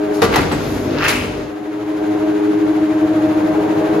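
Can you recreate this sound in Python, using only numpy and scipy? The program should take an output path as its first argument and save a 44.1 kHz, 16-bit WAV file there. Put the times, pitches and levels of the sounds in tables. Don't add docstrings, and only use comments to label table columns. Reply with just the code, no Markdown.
import sys
import numpy as np
from scipy import signal
from scipy.fft import rfft, irfft
from scipy.io import wavfile
from scipy.ndimage import uniform_filter1d

SR = 44100
rng = np.random.default_rng(int(sys.argv[2]) if len(sys.argv) > 2 else 0)


def generate_wav(sig):
    pcm = np.round(np.clip(np.atleast_2d(sig).T, -1, 1) * 32767).astype(np.int16)
    wavfile.write(sys.argv[1], SR, pcm)


N = 176400
T = np.arange(N) / SR
FFT_SIZE = 2 ** 18
HZ = np.maximum(np.arange(FFT_SIZE // 2 + 1) * SR / FFT_SIZE, 1)

# pitch_hz, level_db
CRUNCH_COLOUR = [(100, -17), (500, -3.5), (1400, -9), (2000, -9.5), (2700, -2), (3400, -15), (5000, -18),
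                 (8000, -31), (15500, -35)]
# peak_s, level_db, rise_s, decay_s, bass_db, treble_db
SHEET_HITS = [(1.040, -23.5, 0.001, 0.038, -2, 1.5), (1.081, -18.5, 0.00073, 0.016, 6, 7),
              (1.094, -22.5, 0.0038, 0.081, -2, 6)]
# pitch_hz, level_db
SHEET_COLOUR = [(60, -18), (400, -4), (1200, 3.5), (2500, 2), (4500, -4.5), (5500, -9.5), (10000, -8),
                (15500, -26)]
SHEET_NOTES = [1174, 1204, 1360, 1418, 1660, 1798, 2012, 2177, 2560, 2650, 3020]
# peak_s, level_db
TICKS = [(.908, -30), (.933, -37), (.986, -23)]
# peak_s, level_db, rise_s, decay_s, bass_db, treble_db
FRAME_HITS = [(.148, -36, 0.011, 0.049, -12, 15.5), (.2195, -8.5, 0.0011, 0.028, -3, -1),
              (.242, -22, 0.0017, 0.0084, 10, 12), (.360, -23.5, 0.00056, 0.005, 1, 24),
              (.383, -20, 0.0055, 0.055, 13, 3), (.521, -26.5, 0.0028, 0.036, 19, 5.5),
              (1.24, -27.5, .01, 0.028, 7.5, 0), (1.38, -34, 0.011, 0.022, 9.5, 0)]
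# pitch_hz, level_db
FRAME_COLOUR = [(30, -22), (70, 1), (450, 2.5), (950, -3.5), (2000, -7), (3200, -13.5), (4500, -14),
                (6500, -21), (11000, -19.5), (15500, -41)]
# pitch_hz, level_db, ring_s (time to fade by 60 dB)
FRAME_NOTES = [(204.5, -5, 0.45), (388.7, 0.5, 0.24), (456.7, 15, 0.095), (734, 2, 0.12),
               (1177, -0.5, 0.15), (1937, -7, 0.14), (4670, -22, 0.42)]
# peak_s, level_db, rise_s, decay_s, bass_db, treble_db
CLAMP_HITS = [(.343, -12.5, 0.014, 0.028, 0, -2), (.364, -16.5, 0.0035, .045, -4, -6),
              (.515, -19, .003, 0.027, 5, -8)]
# pitch_hz, level_db
CLAMP_COLOUR = [(60, -12), (520, -2.5), (760, 5), (1000, -2), (1700, -.5), (3000, -9), (4400, -13),
                (6000, -21), (12000, -22), (15500, -40)]
# start_s, level_db
PINGS = [(.52, -33)]
# pitch_hz, level_db, ring_s
PING_NOTES = [(7825, 0, .16), (11391, -9, .3)]
# pitch_hz, level_db
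RAM_COLOUR = [(25, -35), (48, 4), (100, 2.5), (170, -0.5), (300, 5.5), (500, 0.5), (900, -12), (4000, -21),
              (7000, -27), (15500, -60)]
# pitch_hz, level_db
SLIDE_COLOUR = [(500, -16), (3000, -15), (7000, 4), (12000, 5.5), (15500, -21)]
# pitch_hz, level_db
LOAD_TONES = [(51, -12), (100, -3), (153, -6.5), (255, -1.5)]
# time_s, share_of_idle_speed
DRIVE_SPEED = [(0, 1.0), (.22, 0.99), (.4, 0.95), (.85, 0.98), (1.0, 0.98), (1.4, 0.98), (1.8, 1.0)]
# time_s, gear_db, beat_db, motor_db, whine_db, rattle_db
MIC_PATH = [(0, -18.5, -56, -21.5, -34.5, -27.5), (.2, -19, -30, -24, -35, -26.5),
            (.32, -25.5, -43, -30.5, -42.5, -27.5), (1.1, -27.5, -43, -34, -38.5, -29.5),
            (1.6, -27.5, -33.5, -33, -40, -33), (2.1, -16, -28, -27.5, -30, -27),
            (2.6, -14.5, -21, -25.5, -37, -27), (3.05, -15, -18.5, -30.5, -29, -26.5),
            (3.3, -15, -19.5, -44, -28, -25), (3.55, -16, -22, -25, -28.5, -25.5),
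            (4, -20.5, -17, -21.5, -24.5, -24)]
# pitch_hz, level_db
GEAR_TONES = [(306.8, -1.5), (312.1, -17), (330.7, -17)]
# pitch_hz, level_db
MOTOR_TONES = [(411.7, 0.5), (419, -15.5), (426.2, -10)]
# pitch_hz, level_db
WHINE_TONES = [(621.7, -.5), (630.5, -4.5), (736.6, -10.5), (524, -13.5), (941, -19)]
# pitch_hz, level_db
FLYWHEEL_COLOUR = [(100, -30.5), (160, 5.5), (260, -5.5), (430, 0.5), (850, -8.5), (1500, -16),
                   (5000, -55.5)]
# pitch_hz, level_db
FLYWHEEL_TONES = [(462, -9), (581, -18), (781, -15.5), (836, -20), (942, -20)]
# pitch_hz, level_db
RATTLE_COLOUR = [(25, -15), (70, -6.5), (110, -8.5), (250, -1), (370, 3.5), (520, -3.5), (760, -2.5),
                 (1100, -8), (1700, -12), (2500, -17), (4000, -24), (5500, -31), (6800, -29),
                 (11500, -32.5), (15500, -49.5)]
# pitch_hz, level_db
RATTLE_TONES = [(104.5, -4.5), (113, -1.8), (156, -3), (207, 1)]
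# pitch_hz, side_db
STEREO_WIDTH = [(50, -22.5), (150, -17), (300, -12), (550, -3), (1200, -2), (3000, -5.5), (6000, -2),
                (8500, -17), (14000, -19.5)]
# pitch_hz, lead_radians
LEFT_LEAD = [(100, 0), (2000, 0), (3100, -1.1), (4000, -.5), (5250, -.9), (5700, 1.5), (6900, 1.1),
             (7600, 2.6), (8600, 3.15), (10000, 4.0), (11800, 5.1), (12800, 6.28)]
# pitch_hz, level_db
LEFT_BOOST = [(100, 0.5), (600, 2), (8000, 1)]


def blade_cut():
    peak_s, ring_hz, octaves_per_s = 1.058, 1680, 4.5
    crunch = noise(CRUNCH_COLOUR) * grain(rough_db=2)
    pitch_hz = ring_hz * 2 ** (octaves_per_s * np.clip(T - peak_s, -.15, .15))
    flutter = noise([(420, -3.5), (850, -19), (2000, -72)])
    rising_ring = np.sqrt(2) * flutter * np.cos(2 * np.pi * np.cumsum(pitch_hz) / SR)
    loudness = gain(-16.5) * swell(peak_s, rise_s=0.053, decay_s=0.084)
    clatter = strikes(SHEET_HITS, SHEET_COLOUR, rough_db=1.5)
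    return loudness * (crunch + gain(-1) * rising_ring) + clatter


def sheet_ticks(tick_hz=3880):
    bright = noise([(tick_hz / 2, -16), (tick_hz, 0), (tick_hz * 2, -26), (tick_hz * 4, -45)])
    return bright * sum(gain(db) * swell(peak_s, rise_s=.0005, decay_s=0.0047) for peak_s, db in TICKS)


def clunks():
    blows = strikes(FRAME_HITS, FRAME_COLOUR, rough_db=2.5)
    frame_ring = gain(-3) * ring(FRAME_HITS, FRAME_NOTES, rise_s=0.0091, apart_radians=0.87)
    clamps = strikes(CLAMP_HITS, CLAMP_COLOUR, rough_db=2.5)
    ping = ring(PINGS, PING_NOTES, rise_s=.0005, apart_radians=-1.7)
    return blows + frame_ring + clamps + ping


def sheet_ring(hits, ring_s=0.3):
    half_width_hz = np.log(1000) / (2 * np.pi * ring_s)
    return filtered(hits, sum(1 / (1 + 1j * (HZ - hz) / half_width_hz) for hz in SHEET_NOTES))


def ram_stroke(moan_hz=296):
    on_s, off_s, rise_s, release_s, fade_db_per_s = 0.23, 1.446, 0.031, 0.052, 7
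    clutch_in = np.clip((T - on_s) / rise_s, 0, 1) * np.exp(-np.maximum(T - off_s, 0) / release_s)
    rumble = noise(RAM_COLOUR) * gain(-20 - fade_db_per_s * (T - on_s) + 0.88 * wander(29.85))
    rumble *= grain(rough_db=0.1)
    groan = tones(LOAD_TONES, waver=0.55, spread=0.085) * gain(-28.5) * wide_hump(0.98, width_s=0.3)
    hiss = noise(SLIDE_COLOUR) * gain(-40) * wide_hump(0.72, width_s=0.14)
    moan = noise([(moan_hz / 2, -25), (moan_hz * .85, 0), (moan_hz * 1.5, -5), (moan_hz * 16, -90)])
    moan *= gain(-20.5) * hump(0.932, width_s=0.081)
    return clutch_in * (rumble + groan + hiss + moan)


def drive():
    gear_db, beat_db, motor_db, whine_db, rattle_db = curves(MIC_PATH)
    gears = tones(GEAR_TONES, waver=0.047, spread=0.2) * gain(gear_db)
    beating_gear = tones([(321.65, 0)], waver=0.094, spread=.12) * gain(beat_db)
    motor = tones(MOTOR_TONES, waver=0.17, spread=0.53) * gain(motor_db)
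    whine = tones(WHINE_TONES, waver=0.38, spread=.6) * gain(whine_db)
    return gears + beating_gear + motor + whine + flywheel() + tooth_rattle() * gain(rattle_db)


def flywheel():
    rumble = noise(FLYWHEEL_COLOUR) + tones(FLYWHEEL_TONES, waver=.9, spread=.6)
    return rumble * gain(-24) * hump(3.83, width_s=0.64)


def tooth_rattle():
    tooth_hz, shaft_hz, pulley_hz = RATTLE_TONES[0][0], 7.9, 12.68
    cover_hz, cover_width_hz = 1568, 31
    tooth_echo = 1 + 0.35 * np.exp(-2j * np.pi * HZ / tooth_hz) / (1 + (HZ / 1400) ** 4)
    cover_ring = 1 + 1 / (1 + 2j * (HZ - cover_hz) / cover_width_hz)
    rattle = filtered(noise(RATTLE_COLOUR), tooth_echo * cover_ring)
    lows = filtered(rattle, 1 / (1 + (HZ / 1000) ** 6))
    hum = gain(-15) * tones(RATTLE_TONES, waver=0.56, spread=.2)
    angle = 2 * np.pi * shaft_time()
    pulse = 1 + 0.15 * np.cos(shaft_hz * angle) + 0.29 * np.cos(tooth_hz * angle)
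    chuff = 1 - .17 * np.cos(pulley_hz * angle)
    return (lows + hum) * pulse + (rattle - lows) * chuff


def workshop_echo(hits, ring_s=0.63, build_s=0.058, top_hz=8000):
    tail = rng.standard_normal((2, N)) * np.clip(T / build_s, 0, 1) * np.exp(-np.log(1000) * T / ring_s)
    tail /= np.sqrt(np.sum(tail ** 2) / 2)
    dulled = filtered(hits.mean(axis=0), 1 / (1 + (HZ / top_hz) ** 2))
    return signal.fftconvolve(dulled[None], tail, axes=1)[:, :N]


def strikes(hits, colour, rough_db, bass_hz=256, treble_hz=4560):
    contact = noise(colour) * grain(rough_db)
    bass = filtered(contact, 1 / (1 + (HZ / bass_hz) ** 4))
    treble = filtered(contact, 1 / (1 + (treble_hz / HZ) ** 4))
    middle = contact - bass - treble
    sound = 0
    for peak_s, db, rise_s, decay_s, bass_db, treble_db in hits:
        burst = middle + gain(bass_db) * bass + gain(treble_db) * treble
        sound += gain(db) * swell(peak_s, rise_s, decay_s) * burst
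    return sound


def ring(hits, notes, rise_s, apart_radians):
    sound, t = np.zeros((2, N + SR)), T[:SR // 2]
    attack = 1 - np.exp(-t / rise_s)
    for start_s, hit_db, *_ in hits:
        start = int(start_s * SR)
        for hz, note_db, ring_s in notes:
            phase = rng.uniform(0, 2 * np.pi) + apart_radians * np.array([[.5], [-.5]])
            loudness = attack * gain(hit_db + note_db - 60 * t / ring_s)
            sound[:, start:start + len(t)] += loudness * np.sin(2 * np.pi * hz * t + phase)
    return sound[:, :N]


def tones(table, waver, spread):
    clock_s, sound = shaft_time(), 0
    for hz, db in table:
        phase = 2 * np.pi * hz * clock_s + waver * wander(10)
        middle = (1 + waver * wander(10)) * np.cos(phase)
        side = spread * wander(2.144) * np.sin(phase)
        sound += gain(db) * np.sqrt(2) * np.array([middle + side, middle - side])
    return sound


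def shaft_time(throb_peak_s=3.04):
    speed, = curves(DRIVE_SPEED)
    clock_s = np.cumsum(speed) / SR
    return clock_s - np.interp(throb_peak_s, T, clock_s)


def noise(colour):
    middle, side = rng.standard_normal((2, N))
    middle = filtered(middle, pitch_gains(colour))
    side = filtered(side, pitch_gains(colour) * pitch_gains(STEREO_WIDTH))
    pair = np.array([middle + side, middle - side])
    return pair / pair.std()


def grain(rough_db):
    level = gain(rough_db * wander(900))
    return level / np.sqrt(np.mean(level ** 2))


def wander(rate_hz):
    step = int(SR / rate_hz)
    held = np.repeat(rng.standard_normal(N // step + 1), step)[:N]
    return 1.3 * uniform_filter1d(uniform_filter1d(held, step), step)


def swell(peak_s, rise_s, decay_s):
    return np.exp(np.minimum((T - peak_s) / rise_s, (peak_s - T) / decay_s))


def hump(peak_s, width_s):
    return np.exp(-((T - peak_s) / width_s) ** 2)


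def wide_hump(peak_s, width_s):
    return 1 / (1 + ((T - peak_s) / width_s) ** 2)


def curves(table):
    times, *columns = np.array(table).T
    return [np.interp(T, times, column) for column in columns]


def pitch_gains(points):
    hz, db = np.array(points).T
    return gain(np.interp(np.log(HZ), np.log(hz), db))


def filtered(sound, gains):
    return irfft(rfft(sound, FFT_SIZE) * gains, FFT_SIZE)[..., :N]


def gain(db):
    return 10 ** (np.asarray(db) / 20)


def scene():
    hits = clunks() + sheet_ticks() + blade_cut()
    hits += gain(-0.5) * sheet_ring(hits)
    return drive() + ram_stroke() + hits + gain(-8) * workshop_echo(hits)


def record(dry, bottom_hz=33, top_hz=15700, ceiling=.95):
    lead = np.interp(HZ, *np.array(LEFT_LEAD).T)
    balance = np.sqrt(pitch_gains(LEFT_BOOST))
    heard = filtered(dry, np.array([balance * np.exp(1j * lead), 1 / balance]))
    heard = signal.sosfilt(signal.butter(4, bottom_hz, "high", fs=SR, output="sos"), heard)
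    rounded = heard / (1 + (heard / ceiling) ** 6) ** (1 / 6)
    return signal.sosfilt(signal.ellip(10, .2, 80, top_hz, fs=SR, output="sos"), rounded)


dry = scene()
out = record(dry)
generate_wav(out)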